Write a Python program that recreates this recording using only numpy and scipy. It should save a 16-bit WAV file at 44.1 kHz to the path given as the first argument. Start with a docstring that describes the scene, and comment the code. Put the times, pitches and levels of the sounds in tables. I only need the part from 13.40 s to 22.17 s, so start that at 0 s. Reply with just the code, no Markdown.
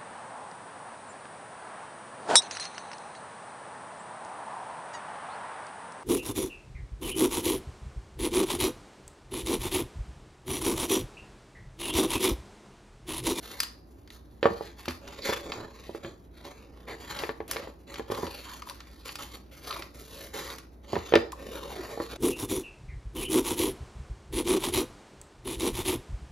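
"""A small, soft room with a faint mains hum; a microphone with two closely spaced ports.
Above an open cardboard box on a bed, hands work a coiled cable out of its folded paper holder.
First a tab snaps loose; from 1 s, loops and plugs knock on the hollow tray as cable and fingers slide
over the paper. Midway the strokes crowd together, more tabs snap and the flaps creak.
Near 7.7 s come the loudest knocks, then one long last slide and a few softer bumps."""
import sys
import numpy as np
from scipy import signal
from scipy.fft import rfft, irfft
from scipy.io import wavfile

SR = 44100
rng = np.random.default_rng(int(sys.argv[2]) if len(sys.argv) > 2 else 0)


def store_pcm(level_fs):
    """Save levels as 16-bit WAV."""
    pcm = np.round(np.clip(level_fs, -1, 1) * 32767).astype(np.int16)
    wavfile.write(sys.argv[1], SR, np.atleast_2d(pcm).T)


N = 386757

# Event levels are relative within each table; scene() sets the balance.
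# cable and fingers stroking the paper: t/s, length/s, level/dB, tray share/dB, edge fizz share/dB
PAPER_STROKES = [(0.0, 0.24, -52.5, -3.5, -2), (0.697, 0.065, -61.5, -11, -1), (1.006, 0.27, -50, 0.5, -10),
                 (1.359, 0.18, -51.5, -11, -5.5), (1.59, 0.45, -52, 0.5, -11.5),
                 (1.817, 0.12, -38, -6, -10), (2.037, 0.2, -51.5, 8.5, -14), (2.298, 0.27, -58, -1, -9.5),
                 (2.625, 0.043, -52, 6, -14), (2.93, 0.23, -58, 4.5, -7.5), (3.036, 0.044, -47, 0.5, -12),
                 (3.17, 0.36, -64.5, 7, -10), (3.461, 0.077, -51, 6, -11.5), (3.568, 0.19, -49, -3, -10),
                 (3.665, 0.18, -43, -7.5, -8.5), (4.078, 0.073, -45, 2, -3.5),
                 (4.176, 0.035, -53.5, 12, -24), (4.463, 0.13, -51.5, 1.5, -11.5),
                 (4.675, 0.18, -46, 2.5, -7), (4.886, 0.096, -46.5, -3.5, -4.5),
                 (5.027, 0.12, -48.5, -13, -5.5), (5.251, 0.073, -54.5, -10, -1),
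                 (5.364, 0.3, -59.5, -13, -6.5), (5.647, 0.053, -48.5, -5, -3),
                 (5.78, 0.055, -42, -9.5, -5.5), (5.89, 0.063, -51, -4, -6),
                 (6.107, 0.074, -56.5, -4, -2.5), (6.211, 0.18, -46, -0.5, -3.5),
                 (6.527, 0.34, -53, 0.5, -0.5), (6.916, 0.19, -40.5, -0.5, -5.5),
                 (7.421, 0.37, -50, -1, -12), (7.928, 0.79, -48.5, 4.5, -6.5), (8.35, 0.25, -61, 15, -16)]
# cable, plugs and knuckles on the tray: t/s, level/dB, hardness/dB (tilts the treble), weight/dB (rocking)
TRAY_KNOCKS = [(1.0288, -21.5, 8, -21.5), (1.043, -27, 9, -30), (1.056, -13.5, -7, -19),
               (1.105, -33, -36, -2), (1.2087, -31.5, -32, -16.5), (1.4806, -30, 11, -3),
               (1.892, -25, -54, -12.5), (1.925, -30.5, -3, -22), (2.4934, -35, -48, -9.5),
               (2.548, -33.5, -6, -16), (2.647, -37.5, 13, -4.5), (3.8361, -29.5, 7, -16),
               (3.8919, -28.5, 3, -16), (4.0036, -31, -5.5, -16.5), (4.1609, -33, 10, -17),
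               (4.2731, -39, -10, -24), (4.596, -31, -11, -15.5), (4.7009, -29.5, -13, -10),
               (4.72, -28.5, -1, -14), (4.7872, -36, -24, -10), (4.8322, -27, -17, -7),
               (7.5322, -25.5, -11, -8), (7.555, -29.5, 5, -11), (7.565, -25, -21, -8.5),
               (7.723, -23.5, 6, -20), (7.7377, -13, 3, -21), (7.755, -19, 24.5, -21.5),
               (7.7583, -14.5, 0, -13), (8.5752, -33, -29, -18), (8.6011, -26, -11, -21),
               (8.731, -39, -36, -20)]
# paper tabs and creases snapping: t/s, level/dB, crispness/dB (gain from 10 kHz up)
TAB_SNAPS = [(0.2024, -17, 12), (0.2325, -23.5, 9.5), (0.6752, -47.5, -1), (0.7031, -40, -3),
             (1.456, -34, 5), (1.483, -25, -5), (1.508, -32.5, 3), (1.677, -38, 0), (2.1191, -26, -18),
             (3.789, -29, -7), (4.079, -38.5, 20), (4.112, -19, 14.5), (4.133, -33, 6), (4.166, -27, -34),
             (4.5415, -34, -3), (4.557, -35, -13), (4.718, -32.5, 6), (4.7476, -34.5, -14),
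             (4.867, -33.5, -14), (5.2204, -36.5, -2), (5.2882, -38, 4), (5.297, -31, 8), (5.404, -38, -9),
             (5.6912, -31, -31), (5.755, -29.5, 4), (6.308, -28.5, -6), (6.326, -31, -18), (6.363, -38, -2),
             (6.4224, -31.5, -13), (7.1835, -36.5, 6), (7.92, -34, 11)]
# brief paper and cardboard resonances: the first tab's bright ring and bite, then flaps creaking and
# scraping: t/s, length/s, f/Hz, level/dB
BRIEF_RESONANCES = [(0.185, 0.071, 4470, -45.5), (0.203, 0.0045, 4560, -30), (1.799, 0.14, 4400, -45.5),
                    (3.462, 0.1, 2050, -48.5), (7.092, 0.035, 3560, -48.5), (5.043, 0.13, 1050, -52.5),
                    (5.213, 0.018, 1170, -45.5), (5.267, 0.0093, 1130, -46.5), (5.291, 0.034, 1140, -48.5),
                    (5.783, 0.04, 1120, -47), (6.299, 0.028, 1140, -39), (6.357, 0.011, 1170, -41.5),
                    (7.922, 0.0165, 1110, -42), (8.368, 0.049, 347, -42)]
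# modes: f/Hz, level/dB, t60/s
TRAY_MODES = [(240, -15.5, 0.11), (340.3, -3, 0.071), (450, -5.5, 0.055), (537, -0.5, 0.047),
              (798, -12.5, 0.08), (957, -7.5, 0.038), (1143, -15.5, 0.11), (1768, -13.5, 0.082),
              (2415, -19.5, 0.045), (3097, -19.5, 0.036)]  # the hollow tray
BOX_MODES = [(94.6, -2.5, 0.23), (180, -5.5, 0.11), (232, 1.5, 0.13)]  # the whole box rocking on the bed
# spectra: f/Hz, level/dB
RUB_SPECTRUM = [(150, -36), (600, 5.5), (1100, 7), (1550, 3.5), (2200, 5), (2900, 2.5), (4450, 4.5),
                (5600, -8.5), (7000, 0.5), (9500, -29.5), (16000, -28.5)]  # rubbed paper
FIZZ_SPECTRUM = [(3000, 5), (6000, 10.5), (8000, 0.5), (10000, 11.5), (12500, 9.5), (14500, 8),
                 (16000, -63)]  # its cut edges
CREASE_SPECTRUM = [(100, -32), (600, -5), (1200, 7.5), (3800, 5.5), (4750, 5.5), (6000, -0.5), (8200, -4),
                   (12000, -9), (16000, -9.5)]  # a crease or tab giving way
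THUD_SPECTRUM = [(50, -57), (95, 5), (190, -1), (440, 13), (750, 1.5), (1800, -5), (4500, -19),
                 (6500, -37.5), (16000, -57.5)]  # struck cardboard
ROOM_TONE_SPECTRUM = [(30, -18), (55, 2.5), (130, -8.5), (320, -5.5), (520, -17), (2000, -35), (7000, -60),
                      (16000, -46.5)]  # the room's low noise
# reverberation of the room: f/Hz, t60/s
ROOM_DECAY = [(400, 0.34), (1000, 0.41), (3000, 0.27), (4700, 0.42), (7000, 0.26), (16000, 0.17)]
# phase between the microphone ports: f/Hz, lead of the left/rad
LEFT_LEAD = [(400, 0), (800, .5), (2000, .2), (3500, .8), (5000, .8), (5700, -.4), (7000, -1.4),
             (8300, -3.1), (11200, -6.1), (13000, -6.4), (14700, -9.2)]
# balance of the ports: f/Hz, left minus right level/dB
LEFT_EXCESS = [(100, -0.5), (480, -2.5), (1000, -0.5), (2000, 2), (4000, 0)]

SWELL_SHARE, RELEASE_DB_PER_S = 0.21, 191  # a stroke swells, holds, then dies away as the hand slows
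HOLDING_DB = -75.5  # the paper never lies quite still in the hand
CREASE_DB, CREASE_FOLLOWS = -33, 0.91  # creases grow with the rubbing, though less than in proportion
PANEL_HZ, PANEL_HZ_PER_DB, PANEL_T60_S = 339, 7, 0.046  # weightier blows land on wider, lower panels
RESONANCE_WIDTH, RESONANCE_WANDER = 0.21, 0.037  # as shares of its frequency
HUM_HZ, HUM_DB, ROOM_TONE_DB = 59.6, -54, -51
BAND_LIMIT_HZ = 15650


def sliding():
    """Strength of the rubbing in paper, tray and cut edges; overlapping strokes add in power."""
    t = np.arange(N) / SR
    power = np.full((3, N), amp(HOLDING_DB) ** 2)
    for start, length, db, tray_db, fizz_db in PAPER_STROKES:
        swell = np.clip((t - start) / (SWELL_SHARE * length), 0, 1)
        fade_db = RELEASE_DB_PER_S * np.clip(t - start - length, 0, 1)
        shares = amp([[0], [tray_db], [fizz_db]])
        power += (shares * swell * amp(db - fade_db)) ** 2
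    return np.sqrt(power)


def rustle(in_paper, in_tray, at_edges):
    """Slips hiss in the paper, shake the tray and fizz along cut edges, under uneven finger pressure."""
    drive = slips(per_s=4500, spread_db=3.3, clump_db=2.8, clumps_per_s=50)
    sheet = flexing(drive, ring_s=.0016) + drive
    paper = in_paper * evened(colour(sheet, RUB_SPECTRUM))
    ringing = rubbed(TRAY_MODES, drive)
    thudding = amp(1) * evened(colour(drive, THUD_SPECTRUM))
    tray = in_tray * amp(1) * evened(ringing + thudding)
    fizz = at_edges * amp(-0.5) * evened(colour(sheet * rng.standard_normal(N), FIZZ_SPECTRUM))
    pressure_db = 1.5 * drift(9)
    return amp(pressure_db) * (paper + tray + fizz)


def knocks():
    """Blows ring panel and tray over a thud and rock the box; hard plugs are brighter than soft loops."""
    out, t = np.zeros(N), np.arange(12000) / SR
    for s, db, hard_db, weight_db in TRAY_KNOCKS:
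        panel_hz = PANEL_HZ - PANEL_HZ_PER_DB * weight_db
        panel = struck(amp(-60 * t / PANEL_T60_S) * np.sin(2 * np.pi * panel_hz * t))
        tray = struck(ring(TRAY_MODES, spread_db=2.5, detune=0.02))
        thud = struck(colour(burst(fast_s=0.00079, slow_s=0.013, slow_db=-23), THUD_SPECTRUM))
        clack = colour(tray + amp(-0.5) * thud, [(100, -27.5), (300, -4.5), (500, -6.5), (900, -2.0)])
        # a longer, softer contact takes away the top first
        contact = [(900, 0), (2200, .5 * hard_db), (4500, 0.71 * hard_db)]
        blow = colour(struck(amp(-1.5) * panel + clack), contact)
        rocking = struck(ring(BOX_MODES, spread_db=2.5, detune=0.08))
        add(out, s, amp(db) * (blow + amp(weight_db) * rocking))
    # the knocks carry no deep bass below about 80 Hz
    return signal.sosfilt(signal.butter(3, 80, "highpass", fs=SR, output="sos"), out)


def snaps():
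    """A tab springs free: a crack of a millisecond and a brief flutter of the stiff paper."""
    out = np.zeros(N)
    for s, db, crisp_db in TAB_SNAPS:
        crack = colour(burst(fast_s=.001, slow_s=.007, slow_db=-18), CREASE_SPECTRUM)
        crack = colour(crack, [(4500, 0.015), (10000, crisp_db)])
        add(out, s, amp(db) * struck(crack, size=220))
    return out


def resonances():
    """A tab rings or a flap creaks: quick kicks in one broad resonance that wanders as the sheet bends."""
    out = np.zeros(N)
    drive = slips(per_s=1500, spread_db=1.5, clump_db=2.5, clumps_per_s=120)
    bend = np.exp(RESONANCE_WANDER * drift(13))
    for s, length, hz, db in BRIEF_RESONANCES:
        start = round(s * SR)
        kicks = drive[start:][:round(length * SR)]
        kicks = np.pad(kicks * signal.windows.tukey(len(kicks), .4), (0, 400))
        # shift down, low-pass, shift back: a band that follows the resonance
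        carrier = np.exp(2j * np.pi * np.cumsum(hz * bend[start:][:len(kicks)]) / SR)
        lowpass = signal.butter(2, RESONANCE_WIDTH * hz / 2, fs=SR, output="sos")
        band = (carrier * signal.sosfilt(lowpass, kicks / carrier)).real
        add(out, s, amp(db) * evened(band))
    return out


def crinkle(in_paper):
    """Small creases give way now and then while the paper is worked."""
    kicks = slips(per_s=24, spread_db=4, clump_db=2, clumps_per_s=8)
    crackle = evened(colour(flexing(kicks, ring_s=.0007), CREASE_SPECTRUM))
    return amp(CREASE_DB) * in_paper ** CREASE_FOLLOWS * crackle


def slips(per_s, spread_db, clump_db, clumps_per_s):
    """Stick and slip: tiny random kicks of uneven size that come in clumps."""
    kicks = (rng.random(N) < per_s / SR) * rng.choice([-1, 1], N)
    sizes_db = spread_db * np.minimum(rng.exponential(1, N), 4)
    return evened(kicks * amp(sizes_db + clump_db * drift(clumps_per_s)))


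def flexing(x, ring_s, size=4096):
    """A very brief, dense ring whose resonances change as the hands move and the sheet bends."""
    t = np.arange(600) / SR
    fade = signal.windows.cosine(2 * size)
    x, out = np.pad(x, (size, 2 * size)), np.zeros(N + 3 * size)
    for start in range(0, N + size, size):
        response = rng.standard_normal(len(t)) * np.exp(-t / ring_s)
        grain = x[start:start + 2 * size] * fade
        add(out, start / SR, signal.fftconvolve(grain, response / np.linalg.norm(response)))
    return out[size:size + N]


def rubbed(modes, drive, spots=5):
    """Slips ring a body; the contact wanders over several spots."""
    out = np.zeros(N)
    for _ in range(spots):
        out += signal.oaconvolve(drive * drift(4), ring(modes, spread_db=3, detune=.05))[:N]
    return evened(out)


def ring(modes, spread_db, detune, size=12000):
    """Response to a tap; the spot that is touched weights and shifts the modes."""
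    hz, db, t60 = np.transpose(modes)[:, :, None]
    weight, shift = rng.standard_normal((2, len(hz), 1))
    t = np.arange(size) / SR
    polarity = np.where(hz > 600, rng.choice([-1, 1], hz.shape), 1)
    decay = amp(db + spread_db * weight - 60 * t / t60)
    return (polarity * decay * np.sin(2 * np.pi * hz * (1 + detune * shift) * t)).sum(0)


def burst(fast_s, slow_s, slow_db, rise_s=0.0015, size=12000):
    """A sudden crack followed by a weaker flutter."""
    t = np.arange(size) / SR
    decay = np.exp(-t / fast_s) + amp(slow_db) * np.exp(-t / slow_s)
    return rng.standard_normal(size) * (1 - np.exp(-t / rise_s)) * decay


def room(x, size=22050):
    """Sparse reflections from box, screen and walls, a metre or more of extra path; the top dies first."""
    taps = rng.standard_normal((2, size)) * (rng.random((2, size)) < 3000 / SR)
    taps *= np.arange(size) > .003 * SR
    hz, t, spectra = signal.stft(taps, SR, nperseg=256)
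    decay = amp(-60 * t / read(ROOM_DECAY, hz)[:, None])
    tail = signal.istft(spectra * decay, SR, nperseg=256)[1]
    tail /= np.linalg.norm(tail, axis=1, keepdims=True)
    return signal.fftconvolve(x[None], tail, axes=1)[:, :N]


def room_tone():
    """Low room noise and a wavering mains hum that grows a little."""
    air = np.array([evened(colour(rng.standard_normal(N), ROOM_TONE_SPECTRUM)) for _ in range(2)])
    hum = np.sqrt(2) * np.sin(2 * np.pi * np.cumsum(HUM_HZ + .5 * drift(4.2)) / SR)
    growth_db = np.interp(np.arange(N) / SR, [0, 5], [-5, 0])
    return amp(ROOM_TONE_DB) * air + amp(HUM_DB + growth_db + drift(0.42)) * hum


def amp(db):
    """Decibels to gain."""
    return 10 ** (np.asarray(db) / 20)


def evened(x):
    """Scales to an rms of 1."""
    return x / np.sqrt(np.mean(x ** 2) + 1e-20)


def struck(x, size=441):
    """Scales a hit so that its first samples have an rms of 1."""
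    return x / np.sqrt(np.mean(x[:size] ** 2))


def read(points, hz):
    """Reads a curve on a log-frequency axis."""
    f, value = np.transpose(points)
    return np.interp(np.log(hz + 1), np.log(f), value)


def add(mix, s, sound):
    """Mixes a sound in at time s."""
    part = mix[round(s * SR):][:len(sound)]
    part += sound[:len(part)]


def colour(x, points, size=4096):
    """Causal filter through points (f/Hz, level/dB), so that attacks stay sharp."""
    log_gain = np.log(amp(read(points, abs(np.fft.fftfreq(size, 1 / SR)))))
    minimum_phase = np.exp(np.conj(signal.hilbert(log_gain)))
    taps = np.fft.ifft(minimum_phase).real[:size // 2]
    return signal.oaconvolve(x, taps)[:len(x)]


def drift(per_s):
    """Smooth random curve of rms 1 that changes about per_s times a second."""
    lowpass = np.exp(-(np.fft.rfftfreq(N, 1 / SR) / per_s) ** 2)
    return evened(irfft(rfft(rng.standard_normal(N)) * lowpass, N))


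def scene():
    """Paper and tray sound; box walls and screen scatter them sideways, then the room answers."""
    in_paper, in_tray, at_edges = sliding()
    paper = rustle(in_paper, in_tray, at_edges) + crinkle(in_paper) + resonances()
    cracks, blows = snaps(), knocks()
    direct = amp(0.5) * paper + amp(-5.5) * cracks + amp(-0.3) * blows
    scattered = amp(-9) * flexing(direct, ring_s=.003) * np.array([[1], [-1]])
    reflected = room(amp(-10.5) * paper + amp(-13) * cracks + amp(-11) * blows)
    return direct + scattered + reflected + room_tone()


def record(dry):
    """Two microphone ports close together: alike in the bass, apart in phase higher up; band-limited."""
    hz = np.fft.rfftfreq(N, 1 / SR)
    spectrum, left_right = rfft(dry), np.array([[1], [-1]])
    mid = spectrum.mean(0)
    side = (spectrum - mid) * amp(read([(280, -12.5), (800, 2.0), (3000, -4.0)], hz))
    balance = amp(left_right * read(LEFT_EXCESS, hz) / 2)
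    phase = np.exp(.5j * left_right * read(LEFT_LEAD, hz))
    ports = irfft((mid + side) * balance * phase, N)
    lowpass = signal.firwin(511, BAND_LIMIT_HZ, window=("kaiser", 9), fs=SR)
    return signal.oaconvolve(ports, lowpass[None], "same")


dry = scene()
out = record(dry)
store_pcm(out)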